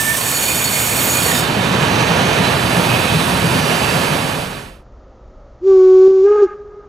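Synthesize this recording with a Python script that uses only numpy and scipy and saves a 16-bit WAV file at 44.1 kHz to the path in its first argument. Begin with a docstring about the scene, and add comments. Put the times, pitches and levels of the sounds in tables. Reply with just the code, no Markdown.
"""Beside a railway curve in open country, stereo microphone close to the track. Old passenger coaches
roll by on the right: rough rails set the wheels roaring and the coach bodies rumbling, bumps thud in
the floors, and at first the flanges grind and squeal. The train fades, leaving a far-off hum and wind
on the microphone. In the centre a steam jet sounds a whistle pipe: one blast, which jumps up in pitch
as the valve opens fully and echoes from banks and trees."""
import sys
import numpy as np
from scipy import signal
from scipy.fft import rfft, irfft, next_fast_len
from scipy.io import wavfile
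from scipy.ndimage import uniform_filter1d

SR = 44100
rng = np.random.default_rng(int(sys.argv[2]) if len(sys.argv) > 2 else 0)


def generate_wav(sig):
    """Save sig (samples, or channels by samples) to the path in sys.argv[1] as 16-bit PCM at SR."""
    pcm = np.round(np.clip(np.atleast_2d(sig).T, -1, 1) * 32767).astype(np.int16)
    wavfile.write(sys.argv[1], SR, pcm)


N = 303408
TIME = np.arange(N) / SR
FREQS = np.maximum(np.fft.rfftfreq(N, 1 / SR), 1)

# how near the wheels are to the microphone, as the level of their roar: (time [s], level [dB])
NEARNESS = [(0, -27.5), (0.35, -26), (0.8, -24), (1.2, -21), (1.6, -20.5), (1.85, -18.5), (2.3, -18),
            (3.3, -20), (3.7, -19.5), (4.3, -20.5)]
# broad roar of wheels on rough rail: (frequency [Hz], relative level [dB])
ROAR_SPECTRUM = [(150, -25), (250, -2), (324, -9.5), (359, -2), (465, -1.5), (947, -4.5), (1040, -6),
                 (1120, -4.5), (1330, -6.5), (1720, -6.5), (2010, -10), (2500, -8), (2800, -9),
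                 (3900, -15.5), (4650, -20.5), (5500, -23.5), (7150, -37), (12100, -120)]
# wheel and rail resonances: (frequency [Hz], width [Hz], relative level [dB])
WHEEL_RAIL_MODES = [(630, 70, -4), (935, 90, -0.5), (1120, 60, -8), (1700, 40, -7), (2430, 200, -7),
                    (2580, 35, -12), (2970, 150, -5.5), (3215, 80, -11), (3640, 200, -4.5), (4012, 65, -8),
                    (4285, 60, -10), (4480, 100, -15), (4655, 150, -10.5), (5010, 50, -17), (5240, 60, -22),
                    (5890, 110, -17), (6100, 130, -15.5), (6330, 120, -18), (6770, 110, -20),
                    (7510, 200, -10.5), (8550, 400, -17), (9550, 450, -17)]
# hiss where wheel meets rail: (frequency [Hz], relative level [dB])
CONTACT_SPECTRUM = [(2820, -29), (4800, -5), (5600, -10.5), (6070, -6.5), (7000, -10), (7800, -9.5),
                    (8500, -6.5), (9000, -9), (9730, -6.5), (11200, -9.5), (11700, -13), (12800, -10),
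                    (13450, -18), (14100, -10.5), (14750, -17), (15200, -25.5), (15500, -34)]
# rumble of the coach body: (frequency [Hz], relative level [dB])
RUMBLE_SPECTRUM = [(22, -18.5), (35, -20), (50, -18), (70, -2.5), (95, -4), (120, 3.5), (150, -4.5),
                   (200, -3), (245, -3), (300, -7), (340, -4.5)]
# drumming resonances of the coach floor: (frequency [Hz], width [Hz], relative level [dB])
FLOOR_MODES = [(136, 21.9, -11), (167.3, 42, 1.5)]
# brief wheel rings and rasps: (middle [s], length [s], frequency [Hz], width [Hz], level [dB])
WHEEL_RINGS = [(0.09, 0.15, 2280, 86, -30.5), (0.08, 0.22, 3630, 100, -36), (0.09, 0.2, 8400, 1400, -27.5),
               (0.204, 0.04, 1060, 60, -27.5), (0.3, 0.25, 1786, 20, -33.5), (0.23, 0.04, 4440, 40, -28),
               (0.34, 0.07, 6860, 14, -26), (0.356, 0.06, 4450, 44, -29.5), (0.501, 0.08, 2460, 90, -27),
               (0.625, 0.055, 2400, 98, -27), (0.677, 0.05, 4500, 30, -34), (0.75, 0.04, 6860, 13, -23),
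               (0.745, 0.052, 4470, 26, -31.5), (0.77, 0.06, 2420, 80, -31.5),
               (0.802, 0.9, 2180, 180, -33.5), (0.83, 0.07, 13730, 20, -25.5),
               (0.997, 0.041, 4350, 35, -31.5), (1.04, 0.08, 13730, 20, -25), (1.11, 0.084, 6830, 23, -24),
               (1.2, 0.12, 2420, 46, -30), (1.22, 0.066, 8650, 1700, -29), (1.247, 0.068, 4425, 40, -32.5),
               (1.33, 0.11, 1820, 75, -28.5), (1.382, 0.13, 5040, 50, -33.5), (1.39, 0.2, 3655, 45, -29),
               (1.685, 0.25, 3700, 110, -34), (2.047, 0.87, 6140, 450, -35),
               (2.032, 0.25, 2470, 300, -30.5), (2.099, 0.7, 910, 280, -28), (2.33, 0.22, 2440, 230, -30.5),
               (2.5, 0.25, 4000, 37, -33.5), (2.93, 0.14, 2510, 46, -26.5), (3.1, 0.19, 2540, 60, -29),
               (3.098, 0.5, 3930, 50, -39), (3.153, 0.3, 3530, 350, -31), (3.271, 0.34, 8740, 200, -37.5),
               (3.68, 0.19, 5880, 80, -36), (3.704, 0.2, 2850, 180, -29.5), (3.882, 0.16, 2640, 44, -29.5),
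               (3.751, .8, 4700, 90, -37), (3.878, 0.36, 7470, 150, -38.5)]
# flange grinding on the rail: (frequency [Hz], relative level [dB])
GRIND_SPECTRUM = [(2000, -7.5), (3300, -5), (4000, -10), (4800, -9.5), (6000, -5), (6550, -5.5),
                  (7300, -2.5), (8000, 0), (8600, -0.5), (9500, -3.5), (10200, -6), (12000, -4),
                  (13300, -7), (13850, -1), (14300, -10.5), (15000, -13), (16000, -20)]
# resonances of a squealing wheel: (frequency [Hz], width [Hz], relative level [dB])
SQUEAL_MODES = [(1480, 70, -14), (1780, 60, -14), (2435, 70, -7.5), (3600, 130, -9), (4430, 50, -3),
                (5070, 90, -16), (6797, 12, -3.3), (6860, 9, -2), (6890, 130, -6.5), (7811, 12, -7.5),
                (7900, 40, -13), (8852, 14, -14), (9305, 40, -11), (9500, 50, -13), (9652, 14, -15),
                (10515, 14, -14), (11290, 22, -7), (11900, 120, -11), (12850, 100, -14), (13730, 24, -4.7),
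                (14700, 200, -16)]
# stutter of another wheel's squeak: (time [s], level [dB])
SQUEAK_LEVEL = [(0, -18.5), (0.04, -29), (0.065, -22.5), (0.095, -18.5), (0.122, -19), (0.138, -35),
                (0.15, -19), (0.175, -40), (0.24, -100)]
# bumps in the track thudding in the floor: (time [s], level [dB], pitch [Hz])
BUMPS = [(1.555, -20.5, 196), (1.70, -17.5, 178), (1.81, -17, 151), (1.915, -19, 112), (2.09, -18, 170),
         (2.25, -18, 170), (2.385, -15, 180), (2.53, -18, 135), (2.761, -12.5, 171), (2.89, -18.5, 121),
         (3.14, -16.5, 157), (3.305, -21.5, 178), (3.435, -16.5, 163), (3.535, -22.5, 156),
         (3.6, -18.5, 160), (3.73, -18.5, 161), (3.935, -17.5, 151), (4.09, -18.5, 153)]
# how alike the two microphone ports hear the train: (frequency [Hz], likeness [0-1])
PORT_LIKENESS = [(30, .6), (70, .93), (150, 1), (500, 0.75), (800, 1), (1200, 0.72), (2000, 0.34),
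                 (3000, 0.55), (5200, 0.93), (5800, .99)]
# the train's balance between the ports: (frequency [Hz], left minus right [dB])
PORT_BALANCE = [(60, -3.5), (92, 1.5), (140, 1), (210, 0.5), (330, -0.5), (500, -4.5), (770, -6.5),
                (1170, -11), (1790, -10.5), (2740, -9), (4190, -5.5), (6410, 1.5), (9810, -6),
                (15000, -2.5)]
# the train's phase between the ports: (frequency [Hz], left lead [rad])
PORT_PHASE = [(80, -.2), (250, -0.46), (450, -0.64), (900, -1.3), (1200, -0.48), (1600, -0.052),
              (2200, 0.44), (3500, 0.14), (5200, 1), (5800, 0)]
# wash of distant countryside: (frequency [Hz], relative level [dB])
AIR_SPECTRUM = [(130, -4.5), (230, -5), (460, -6), (530, -6), (610, -7.5), (720, -8), (1100, -14.5),
                (1270, -9), (1550, -22.5), (1900, -23), (2400, -30.5), (6500, -35), (7400, -42),
                (8000, -64)]
# tones of a faint far-off hum: (frequency [Hz], width [Hz], relative level [dB])
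HUM_MODES = [(216, 8, -7.5), (372, 6, -5), (467, 6, -7), (524, 4, 2), (540, 6, -9.5), (572, 4, -1),
             (580, 8, -6.5), (626, 6, -1)]
# low rumble of wind on the microphone: (frequency [Hz], relative level [dB])
WIND_SPECTRUM = [(12, -6), (22, -0.5), (32, 7), (58, 5.5), (75, -3.5), (112, -5.5), (150, -18)]
# the whistle's pitch, following the steam pressure: (time [s], pitch [Hz])
WHISTLE_PITCH = [(5.59, 287.5), (5.635, 368.5), (5.67, 389.3), (5.8, 374.2), (6.0, 375.5), (6.09, 383),
                 (6.22, 379.2), (6.275, 411.5), (6.305, 411.5), (6.335, 418.5), (6.415, 414.8),
                 (6.447, 385), (6.48, 322)]
# two abrupt drops in the blast: (time [s], level change [dB])
WHISTLE_DROPS = [(6.081, -3), (6.111, -2)]
# the pipe's overtones: (harmonic [number], level at soft pressure [dB], level at full pressure [dB])
WHISTLE_OVERTONES = [(2, -37.5, -27.5), (3, -35.5, -25), (4, -47.5, -35.5), (5, -70, -60), (6, -61, -59),
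                     (7, -66, -54.5)]
# hiss of the steam jet: (frequency [Hz], relative level [dB])
STEAM_SPECTRUM = [(300, 7), (900, 5), (1800, 0.5), (3000, 0), (5500, 0), (7000, -2), (7500, -9.5),
                  (8000, -38.5), (9000, -68.5)]
# upper resonances of the pipe: (frequency [Hz], width [Hz], relative level [dB])
PIPE_MODES = [(800, 70, -9.5), (1215, 70, -4), (1600, 70, -10.5), (1830, 35, -19.5), (2110, 50, -18.5),
              (2480, 150, -23), (2800, 700, -24)]
# echoes from banks and trees: (delay [s], level [dB], tilt from 400 to 1600 Hz [dB/octave])
ECHOES = [(.032, -18.5, 4), (.068, -27.5, 10), (.115, -31.5, 14.5), (.2, -31.5, 7.5), (.27, -33.5, 4),
          (.33, -31, 2), (.385, -30, -2), (.435, -33, 6.5), (.52, -31, 1)]


def from_db(db):
    """Decibels to gain."""
    return 10 ** (np.asarray(db) / 20)


def rms_one(x):
    """Scale to unit power."""
    return x / np.sqrt(np.mean(x ** 2) + 1e-20)


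def in_time(points):
    """A table of (time, value) at every sample."""
    return np.interp(TIME, *np.transpose(points))


def across_hz(points):
    """A table of (frequency, value) at every frequency."""
    hz, value = np.transpose(points)
    return np.interp(np.log(FREQS), np.log(hz), value)


def ramp(start_s, length_s):
    """A smooth rise from 0 to 1."""
    return (1 - np.cos(np.pi * np.clip((TIME - start_s) / length_s, 0, 1))) / 2


def held(start_s, attack_s, end_s, fall_db_per_s):
    """Gain that rises to 1, holds and dies away."""
    return ramp(start_s, attack_s) * from_db(-fall_db_per_s * np.maximum(TIME - end_s, 0))


def drift(rate_hz):
    """Random wander with spread 1, mostly slower than rate_hz."""
    coarse = rfft(rng.standard_normal(N // 32))
    slow = irfft(coarse / (1 + (FREQS[:len(coarse)] / rate_hz) ** 2))
    return rms_one(np.interp(TIME, np.linspace(0, TIME[-1], len(slow)), slow))


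def noise(gain):
    """Two unrelated noises shaped by a gain per frequency, at unit power."""
    return rms_one(irfft(rfft(rng.standard_normal((2, N))) * gain, N))


def coloured(spectrum):
    """A noise pair with this spectrum, falling off steeply past its ends."""
    skirts = (1 + (spectrum[0][0] / FREQS) ** 12) * (1 + (FREQS / spectrum[-1][0]) ** 24)
    return noise(from_db(across_hz(spectrum)) / np.sqrt(skirts))


def resonating(modes, skirt):
    """A noise pair of randomly driven resonances; a lower skirt widens their flanks."""
    peaks = (from_db(db) / np.sqrt(width) / (1 + ((FREQS - hz) / width * 2) ** 2) ** skirt
             for hz, width, db in modes)
    return noise(sum(peaks))


def limit_cycle(x, window=700):
    """Friction limits the swing, so a ringing part holds a fairly even level."""
    return rms_one(x / np.sqrt(uniform_filter1d(x ** 2, window) + .2))


def wheel_roar(near_db, away_db, track_db=0.45, ring_db=-7.5, sleepers_hz=550):
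    """Rough rail shakes wheel and track; the low roar of the sleepers is heard mainly close by."""
    track = coloured(ROAR_SPECTRUM)
    sleepers = signal.sosfiltfilt(signal.butter(2, sleepers_hz, fs=SR, output="sos"), track)
    track += (from_db(0.5 * (away_db + 3)) - 1) * sleepers
    ringing = resonating(WHEEL_RAIL_MODES, skirt=0.97)
    return from_db(near_db) * (from_db(track_db) * track + from_db(ring_db) * ringing)


def contact_hiss(away_db, level_db=-34):
    """Wheel hisses on rail, more strongly as the last axle draws near the microphone."""
    last_axle_db = 5 * ramp(2.14, 0.67)
    return from_db(level_db + 0.42 * away_db + last_axle_db) * coloured(CONTACT_SPECTRUM)


def coach_body(away_db, rumble_db=-22, drum_db=-25.5, far_db=-14.5):
    """Rough rail and bumps shake the body; its floor drums louder once the coach is alongside."""
    jolts = sum(jolt(s) for s, _, _ in BUMPS)
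    shaking = from_db(0.76 * drift(30) + 0.5 * jolts)
    rumble = from_db(rumble_db + 0.94 * away_db) * coloured(RUMBLE_SPECTRUM)
    alongside = ramp(0.61, 1.2)
    floor = limit_cycle(resonating(FLOOR_MODES, skirt=0.86), window=3000)
    return shaking * (rumble + from_db(drum_db + far_db * (1 - alongside)) * floor)


def wheel_rings(chatter_db=2.5):
    """Single wheel modes swell, chatter and fade as a tread slips sideways."""
    rings = np.zeros((2, N))
    settle = SR // 10   # samples for a mode to ring up
    for middle_s, length_s, hz, width, db in WHEEL_RINGS:
        active = np.abs(TIME - middle_s) < 2 * length_s
        radius = np.exp(-np.pi * width / SR)
        poles = [1, -2 * radius * np.cos(2 * np.pi * hz / SR), radius ** 2]
        friction = rng.standard_normal((2, settle + active.sum()))
        mode = signal.lfilter([1, 0, -1], poles, friction)[:, settle:]
        swell = np.exp(-((TIME[active] - middle_s) / length_s * 2) ** 2)
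        rings[:, active] += from_db(db) * swell * limit_cycle(mode)
    return rings * from_db(chatter_db * drift(70))


def flange_grind(level_db=-21.5, slip_db=1.06):
    """Flanges slide on the rail in the curve with a broad, uneven grinding."""
    envelope = held(start_s=-0.1, attack_s=0.11, end_s=1.39, fall_db_per_s=250)
    return envelope * from_db(level_db + slip_db * drift(32)) * coloured(GRIND_SPECTRUM)


def wheel_squeak(start_hz=1768, rise_hz_per_s=130, jitter=0.0015):
    """One wheel mode locks on and sings a clean, stuttering note, rising slightly."""
    hz = (start_hz + rise_hz_per_s * TIME) * (1 + jitter * drift(60))
    phase = 2 * np.pi * np.cumsum(hz) / SR
    return np.sqrt(2) * from_db(in_time(SQUEAK_LEVEL)) * np.array([np.sin(phase), np.cos(phase)])


def flange_squeal(level_db=-23.5, waver_db=2.0, press_db=1.1):
    """A flange pressed against the rail makes the wheel's modes sing and flutter."""
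    envelope = held(start_s=0.13, attack_s=0.21, end_s=1.3, fall_db_per_s=75)
    gain = from_db(level_db + waver_db * drift(75) + press_db * drift(7.3))
    return envelope * gain * limit_cycle(resonating(SQUEAL_MODES, skirt=0.85))


def jolt(start_s, rise_s=0.018):
    """The swing of the coach floor after a bump: a quick rise to 1, a slower decay."""
    age = np.clip((TIME - start_s) / rise_s, 0, 20)
    return (age * np.exp(1 - age)) ** 2


def floor_thuds():
    """Each bump sets the coach floor thudding at a low pitch of its own."""
    thuds = np.zeros(N)
    for s, db, hz in BUMPS:
        phase = 2 * np.pi * hz * TIME + rng.uniform(0, 2 * np.pi)
        thuds += from_db(db) * jolt(s) * np.sin(phase)
    return np.array([np.sqrt(2) * thuds, np.zeros(N)])   # all in the part common to both ports


def microphone_ports(pair):
    """A (common, apart) pair reaches the left and right ports partly alike, unequal in level and phase."""
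    common, apart = rfft(pair)
    alike = np.clip(across_hz(PORT_LIKENESS), 0, 1)
    lean = from_db(across_hz(PORT_BALANCE) / 2)
    lead = across_hz(PORT_PHASE)
    common *= np.sqrt((1 + alike) / 2)
    apart *= np.sqrt((1 - alike) / 2)
    left = (common + apart) * lean * np.exp(1j * lead)
    right = (common - apart) / lean
    mean_gain = np.sqrt(lean ** 2 + lean ** -2 + 2 * alike * np.cos(lead)) / 2
    return irfft(np.array([left, right]) / mean_gain, N)


def coaches():
    """The train rolls round the curve, close on the microphone's right."""
    near_db = in_time(NEARNESS)
    away_db = near_db - near_db.max()   # 0 at the closest moment
    rough_patches = from_db(0.5 * drift(12))
    rolling = rough_patches * (wheel_roar(near_db, away_db) + contact_hiss(away_db))
    body = coach_body(away_db) + floor_thuds()
    friction = wheel_rings() + flange_grind() + flange_squeal() + wheel_squeak()
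    return microphone_ports(rolling + body + friction)


def open_air(distance_db=-49, wind_db=-41.5, duck_db=-4.5):
    """Distant countryside and wind on the microphone; hum and low rumble duck under the loud blast."""
    duck = ramp(5.6, 0.6)
    wash = coloured(AIR_SPECTRUM)[0]
    hum = from_db(-3) * (1 - duck) * resonating(HUM_MODES, skirt=1.0)[0]
    wind = from_db(wind_db + duck_db * duck) * coloured(WIND_SPECTRUM)[0]
    return from_db(distance_db) * (wash + hum) + wind


def steam_whistle(soft_hz=387, full_hz=412, tone_db=-7.5, steam_db=-45, breath_db=-32, flutter_db=1.17):
    """A steam jet sounds a stopped pipe; at full pressure it is sharper, rougher and carries farther."""
    open_s, shut_s = 5.603, 6.437
    valve = ramp(open_s, 0.11) * (1 - ramp(shut_s, 0.041))
    hz = in_time(WHISTLE_PITCH)
    pressure = np.clip((hz - soft_hz) / (full_hz - soft_hz), 0, 1)   # 0 soft, 1 full
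    turbulence = pressure ** 2
    jitter = 0.0011 * drift(40) + 0.009 * turbulence * drift(90)
    phase = 2 * np.pi * np.cumsum(hz * (1 + jitter)) / SR
    resonance_db = 4.5 * np.exp(-((hz - 400.6) / 11) ** 2)   # the pitch passes the pipe's own resonance
    # the fundamental swells slowly, but loses to the overtones at full pressure
    swell_db = 4.5 * (TIME - open_s) - 2.7 * pressure + resonance_db
    tone = from_db(tone_db + swell_db + flutter_db * turbulence * drift(30)) * np.sqrt(2) * np.sin(phase)
    overtones = np.zeros(N)
    for harmonic, soft_db, full_db in WHISTLE_OVERTONES:
        db = soft_db + (full_db - soft_db) * pressure + flutter_db * (1.5 + pressure) * drift(25)
        overtones += from_db(db) * np.sqrt(2) * np.sin(harmonic * phase)
    hiss = from_db(steam_db + swell_db) * coloured(STEAM_SPECTRUM)[0]
    breath = turbulence * from_db(breath_db) * resonating(PIPE_MODES, skirt=0.79)[0]
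    upper = valve ** 1.5 * (overtones + breath)   # these come later and go sooner
    drops_db = sum(db * (1 + np.tanh((TIME - s) / 0.00066)) / 2 for s, db in WHISTLE_DROPS)
    blast = from_db(drops_db) * valve * (tone + hiss + upper)
    carry = from_db(-10 * (1 - pressure))
    return blast + countryside_echoes(carry * blast)


def scattered_tail(size, level_db, t60_s):
    """Spectrum of one second of decaying, scattered reflections."""
    tail = from_db(-60 * TIME[:SR] / t60_s) * rng.standard_normal(SR)
    return rfft(from_db(level_db) * rms_one(tail), size) / np.sqrt(SR)


def countryside_echoes(sound, foliage_hz=2600):
    """Far banks and trees return echoes and a long tail, dulled by foliage; near ground a short tail."""
    size = next_fast_len(N + SR)
    hz = np.fft.rfftfreq(size, 1 / SR)
    octaves = np.log2(np.clip(hz, 400, 1600) / 400)
    echoes = sum(from_db(db + tilt * octaves) * np.exp(-2j * np.pi * hz * s) for s, db, tilt in ECHOES)
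    far = scattered_tail(size, level_db=-25, t60_s=2.1)
    near = scattered_tail(size, level_db=-16, t60_s=0.61)
    near *= np.clip(hz / 1300, 0, 3)   # ballast and grass scatter mainly short waves
    foliage = 1 / (1 + (hz / foliage_hz) ** 4)
    return irfft(rfft(sound, size) * ((echoes + far) * foliage + near), size)[:N]


def scene():
    """The train fades on the right; the open air and the whistle are in the centre."""
    air = ramp(4, 0.55) * open_air()
    train = (1 - ramp(3.997, 0.87)) * coaches()
    return train + air + steam_whistle()


def record(dry, cutoff_hz=15800):
    """The recorder cuts the top treble steeply."""
    return signal.sosfilt(signal.ellip(12, .1, 90, cutoff_hz, fs=SR, output="sos"), dry)


dry = scene()
out = record(dry)
generate_wav(out)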